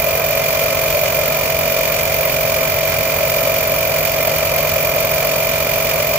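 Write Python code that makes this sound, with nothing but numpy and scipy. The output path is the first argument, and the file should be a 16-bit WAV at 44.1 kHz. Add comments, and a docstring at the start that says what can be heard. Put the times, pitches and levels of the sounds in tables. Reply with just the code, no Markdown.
"""In the snow beside an idling truck, a hand-held battery compressor pumps up a tire.
A small motor drives the piston through one gear pair, about 45 crank turns a second.
Tones make the motor's drone, the piston's throb, the gear whine, the reed's ring and brief rattle peaks.
Filtered noise makes the case rattle, the hissing air and the chirping valve, each shaped by the crank.
The truck is a row of camshaft orders over a low rumble."""
import sys
import numpy as np
from scipy import signal
from scipy.fft import rfft, irfft
from scipy.io import wavfile

SR = 44100
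rng = np.random.default_rng(int(sys.argv[2]) if len(sys.argv) > 2 else 0)


def unload_audio(sound):
    """Save the sound as a 16-bit wav file, at the path given as the first command line argument."""
    columns = np.transpose(np.atleast_2d(sound))
    # keep every value between -1 and 1, then stretch to whole-number steps
    steps = np.round(np.clip(columns, -1, 1) * 32767)
    wavfile.write(sys.argv[1], SR, steps.astype(np.int16))


N = 272524
TIME_S = np.arange(N) / SR
BINS_HZ = np.fft.rfftfreq(N, 1 / SR)


def amp(db):
    """Decibels to gain."""
    return 10 ** (np.asarray(db) / 20)


def unit(x):
    """Scales to rms 1."""
    return x / np.sqrt(np.mean(x ** 2) + 1e-20)


def read(points, hz):
    """Interpolates a table along a log-frequency axis."""
    table_hz, value = np.transpose(points)
    return np.interp(np.log(hz + 1), np.log(table_hz + 1), value)


def colour(hz, spectrum, modes):
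    """Gain of a smooth spectrum with peaks and dips added in dB."""
    modes_db = sum(db / (1 + (2 * (hz - centre_hz) / width_hz) ** 2) for centre_hz, width_hz, db in modes)
    return amp(read(spectrum, hz) + modes_db)


def wander(hz):
    """Slow random drift of rms 1: noise under a Gaussian low-pass."""
    lowpass = np.exp(-(BINS_HZ / hz) ** 2)
    return unit(irfft(rfft(rng.standard_normal(N)) * lowpass, N))


def tone(cycles, lag_rad):
    """Stereo sine of rms 1 whose left side lags."""
    angle_rad = 2 * np.pi * cycles
    return np.sqrt(2) * np.cos([angle_rad - lag_rad, angle_rad])


# likeness of the two sides: freq_hz, correlation
SIDE_LIKENESS = [(40, .995), (120, .985), (300, .9), (650, .82), (1000, .25), (1600, .45), (2300, .4),
                 (3200, 0), (4700, -.4), (7000, -.05), (15000, -.15)]


def flow(envelope, spectrum, modes=()):
    """Stereo turbulence of rms 1: enveloped noise, partly shared by the sides, through a spectrum."""
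    a, b = rfft(rng.standard_normal((2, N)) * envelope)
    same = np.clip(read(SIDE_LIKENESS, BINS_HZ), -1, 1)
    sides = np.array([a, same * a + np.sqrt(1 - same ** 2) * b])
    return unit(irfft(sides * colour(BINS_HZ, spectrum, modes), N))


# crank angle of peak pressure
PEAK_TURN = 0.008


def stroke(crank, half_width_turns, steep, after_db, fade_db_per_turn):
    """Each turn, a hump of compression, then a release that fades."""
    age = (crank - PEAK_TURN) % 1
    distance = np.minimum(age, 1 - age)
    hump = .5 ** ((distance / half_width_turns) ** steep)
    return np.maximum(hump, amp(after_db - fade_db_per_turn * age))


# engine orders: cam_multiple, level_db
ENGINE_ORDERS = [(5, -54), (6, -57), (8, -42), (11, -46), (16, -44), (19, -45), (23, -34.5)]
# camshaft speed: turns per s
CAM_HZ = 6.65
# rumble spectrum: freq_hz, relative_db_per_hz
ENGINE_RUMBLE = [(10, -28), (30, -24), (50, -10.5), (90, 0), (150, -4.5), (175, -11.5), (260, -7),
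                 (370, -15.5), (500, -14), (900, -71)]


def truck(rumble_db=-34, hunting=0.0025, waver_db=1.0):
    """An eight-cylinder engine idles: camshaft orders over a low rumble."""
    cam = np.cumsum(CAM_HZ * (1 + hunting * wander(2.3))) / SR
    orders = 0
    for multiple, db in ENGINE_ORDERS:
        gain = amp(db + waver_db * wander(21))
        orders = orders + gain * tone(round(multiple) * cam + rng.random(), lag_rad=0)
    return orders + amp(rumble_db) * flow(1, ENGINE_RUMBLE)


# moments when the rattle's low band happens to peak: centre_s, relative_db
RATTLE_PEAKS = [(.073, -9), (.558, -13), (0.956, -4.5), (1.033, -9.5), (2.26, -12), (3.238, -3.5),
                (3.724, -6.5), (4.704, -13), (5.558, -11)]


def rattle_peaks(level_db=-8.5, peak_hz=600, length_s=0.0068):
    """Brief 600 Hz swells at chance peaks of the rattle."""
    swell = sum(amp(db) * np.exp(-((TIME_S - centre_s) / length_s) ** 2) for centre_s, db in RATTLE_PEAKS)
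    return amp(level_db) * swell * tone(peak_hz * TIME_S, lag_rad=0.88)


# hollow plastic case spectrum: freq_hz, relative_db_per_hz
CASE_SPECTRUM = [(300, -84), (400, -21), (470, -12.5), (520, -4.5), (590, -1), (660, -5.5), (715, -9),
                 (770, -15), (900, -15), (1050, -12), (1350, -13.5), (1500, -19), (2000, -17.5),
                 (3500, -42)]
# crank angle at which the piston draws air in
INTAKE_TURN = 0.67


def case(crank, level_db=-23.5, uneven_db=1.06, lull_db=-2.0, lull_width_turns=0.12):
    """The shaking pump rattles the hollow plastic case, with a lull at each intake."""
    from_intake = (crank - INTAKE_TURN + .5) % 1 - .5
    intake = np.exp(-(from_intake / lull_width_turns) ** 2)
    envelope = amp(lull_db * intake + uneven_db * wander(56))
    return amp(level_db) * flow(envelope, CASE_SPECTRUM)


# gear pair and motor: tooth and slot counts
WHEEL_TEETH = 53
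PINION_TEETH = 11
ROTOR_SLOTS = 3
# slot tone and its sidebands: offset_crank_multiples, level_db
ROTOR_DRONE = [(-1, -29.3), (0, -24.2), (1, -37), (2, -45), (4, -51)]


def motor(crank, waver_db=0.55, drag_turns=0.12):
    """Rotor slots pass the magnets; each stroke slows them, making sidebands of opposite sign."""
    flutter_cycles = 0.014 * wander(20)
    slots = crank * ROTOR_SLOTS * WHEEL_TEETH / PINION_TEETH + flutter_cycles
    drone = 0
    for offset, db in ROTOR_DRONE:
        sign = -1 if offset > 0 else 1
        gain = sign * amp(db + waver_db * wander(3.7))
        drone = drone + gain * tone(slots + offset * (crank - drag_turns), lag_rad=0.68)
    return drone


# throb as the case radiates it: freq_hz, harmonic_db before the panels
PISTON_THROB = [(45, -45), (90, -41.5), (150, -59), (225, -44), (360, -53.5), (406, -37), (496, -43),
                (541, -32), (720, -41), (790, -50), (1000, -41), (1400, -70), (2500, -57), (2900, -61)]
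# panels that ring with it: centre_hz, width_hz, boost_db
CASE_PANELS = [(2130, 75, 18.5), (2580, 110, 22)]


def piston(crank, late_turns=0.1465, scatter_rad=1.75, lag_rad=0.06, count=60):
    """One push a turn, smeared by the case into a throb; it reaches the left side slightly later."""
    turn = np.linspace(0, 1, 1024, endpoint=False)
    orders = np.arange(1, count + 1)
    mean_crank_hz = crank[-1] / TIME_S[-1]
    gains = colour(orders * mean_crank_hz, PISTON_THROB, CASE_PANELS)
    throb = 0
    for order, gain in zip(orders, gains):
        smear_cycles = scatter_rad * rng.standard_normal() / (2 * np.pi)
        throb = throb + gain * tone(order * (turn - late_turns) + smear_cycles, lag_rad * order)
    return np.array([np.interp(crank, turn, side, period=1) for side in throb])


# how the gear housing passes the whine: freq_hz, relative_db
GEAR_HOUSING = [(2150, -6), (2255, 6), (2300, 0), (2345, 1), (2390, -0.8), (2435, 4), (2480, -3),
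                (2600, -2), (4000, 0)]


def gears(crank, level_db=-27.0, uneven_db=.5, sag_cycles=0.045):
    """Teeth sing while the piston presses them together; the load slows them a little."""
    slack_cycles = .012 * wander(100)
    mesh = WHEEL_TEETH * crank - sag_cycles * np.sin(2 * np.pi * crank) + slack_cycles
    load = stroke(crank, half_width_turns=0.16, steep=4.0, after_db=-4.0, fade_db_per_turn=25)
    whine = load * amp(uneven_db * wander(27)) * tone(mesh, lag_rad=0.47)
    housed = irfft(rfft(whine) * amp(read(GEAR_HOUSING, BINS_HZ)), N)
    return amp(level_db) * unit(housed)


# air hiss spectrum: freq_hz, relative_db_per_hz
AIR_SPECTRUM = [(700, -38), (1200, -9.5), (1850, -6), (2200, -2), (2500, -1), (2950, -2.5), (3500, -4),
                (4000, -4), (5050, -4), (5500, -3.5), (7200, -8.5), (9000, -15.5), (11500, -12),
                (16000, -30)]
# peaks and dips in the hiss spectrum: centre_hz, width_hz, change_db
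AIR_PEAKS_AND_DIPS = [(2078, 55, 11), (2400, 100, 3), (2520, 60, -3), (2970, 100, 3), (4000, 250, -4),
                      (4730, 200, 4), (5030, 200, -5), (6800, 300, 4)]


def air(crank, level_db=-24.5, grain_db=-0.6, uneven_db=1.17):
    """Air rushes through the pump in a puff each stroke."""
    puffs = stroke(crank, half_width_turns=0.27, steep=1.6, after_db=0.1, fade_db_per_turn=6.0)
    roughness = amp(grain_db * wander(1200) + uneven_db * wander(56))
    return amp(level_db) * flow(puffs * roughness, AIR_SPECTRUM, AIR_PEAKS_AND_DIPS)


# valve hiss spectrum: freq_hz, relative_db_per_hz
VALVE_SPECTRUM = [(7000, -40), (9000, -22), (9700, -13), (10600, -15), (11400, -14), (12300, -5),
                  (13000, -4), (13800, -1), (15000, -1), (15600, 1)]
# reed resonances: centre_hz, width_hz, boost_db
REED_MODES = [(9470, 240, 10), (13450, 280, 4), (13900, 250, 2), (14680, 420, 6), (15400, 300, 2)]


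def valve(crank, level_db=-18.5, uneven_db=2.2, chatter_db=-1.2):
    """Air whistles past the reed valve, a little differently every stroke."""
    lift = stroke(crank, half_width_turns=.13, steep=1.9, after_db=-2.0, fade_db_per_turn=9)
    roughness = amp(uneven_db * wander(90) + chatter_db * wander(1500))
    return amp(level_db) * flow(lift * roughness, VALVE_SPECTRUM, REED_MODES)


# ring of the opening reed: freq_hz, relative_db, left_lag_rad
REED_PARTIALS = [(9450, -39, 1.6), (12400, -34, 2.2), (13450, -28, 2.2), (14650, -23, 1.6)]


def reed(crank, level_db=3.0, early_turns=0.044, rise_turns=0.08, jitter_turns=0.011,
         uneven_db=1.1, detune_hz=120):
    """Once a turn the reed snaps open and rings for a few milliseconds."""
    age_rises = (crank + early_turns + jitter_turns * wander(30)) % 1 / rise_turns
    ring = 0
    for hz, db, lag_rad in REED_PARTIALS:
        cycles = np.cumsum(hz + detune_hz * wander(194.7)) / SR
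        ring = ring + amp(db + uneven_db * wander(60)) * tone(cycles, lag_rad)
    return amp(level_db) * age_rises * np.exp(1 - age_rises) * ring


# crank speed, sagging a little as the tire fills: time_s, turns_per_s
CRANK_SPEED = [(0.0, 45.376), (0.84, 45.265), (1.19, 45.285), (1.41, 45.113), (2.11, 45.226),
               (2.32, 45.011), (2.91, 44.972), (3.17, 45.183), (3.24, 45.063), (4.23, 45.116), (4.8, 45.07),
               (5.26, 45.147), (5.68, 45.035), (6.18, 45.169)]


def scene():
    """The crank drives every compressor part; the rattle peaks and the truck run apart from it."""
    crank = np.cumsum(np.interp(TIME_S, *np.transpose(CRANK_SPEED))) / SR
    compressor = sum(part(crank) for part in (case, motor, piston, gears, air, valve, reed))
    return truck() + rattle_peaks() + compressor


# microphone pair: freq_hz, left_minus_right_db
MIC_BALANCE = [(60, -0.5), (92, -0.5), (140, -1.5), (210, -4.5), (330, 1.0), (500, 2.5), (770, 0.5),
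               (1170, 1.0), (1790, -4.0), (2740, -3.0), (4190, -0.5), (6410, -0.5), (9810, -4.0),
               (15000, -5.5)]
# upper band limit: hz
EDGE_HZ = 15600


def record(dry):
    """Two microphones of different colour, then a low-pass band limit."""
    sides = amp(np.outer([.5, -.5], read(MIC_BALANCE, BINS_HZ)))
    sides = sides / np.sqrt(np.mean(sides ** 2, axis=0))
    heard = irfft(rfft(dry) * sides, N)
    edge = signal.firwin(601, EDGE_HZ, window=("kaiser", 9), fs=SR)
    return signal.oaconvolve(heard, edge[None], "same")


dry = scene()
out = record(dry)
unload_audio(out)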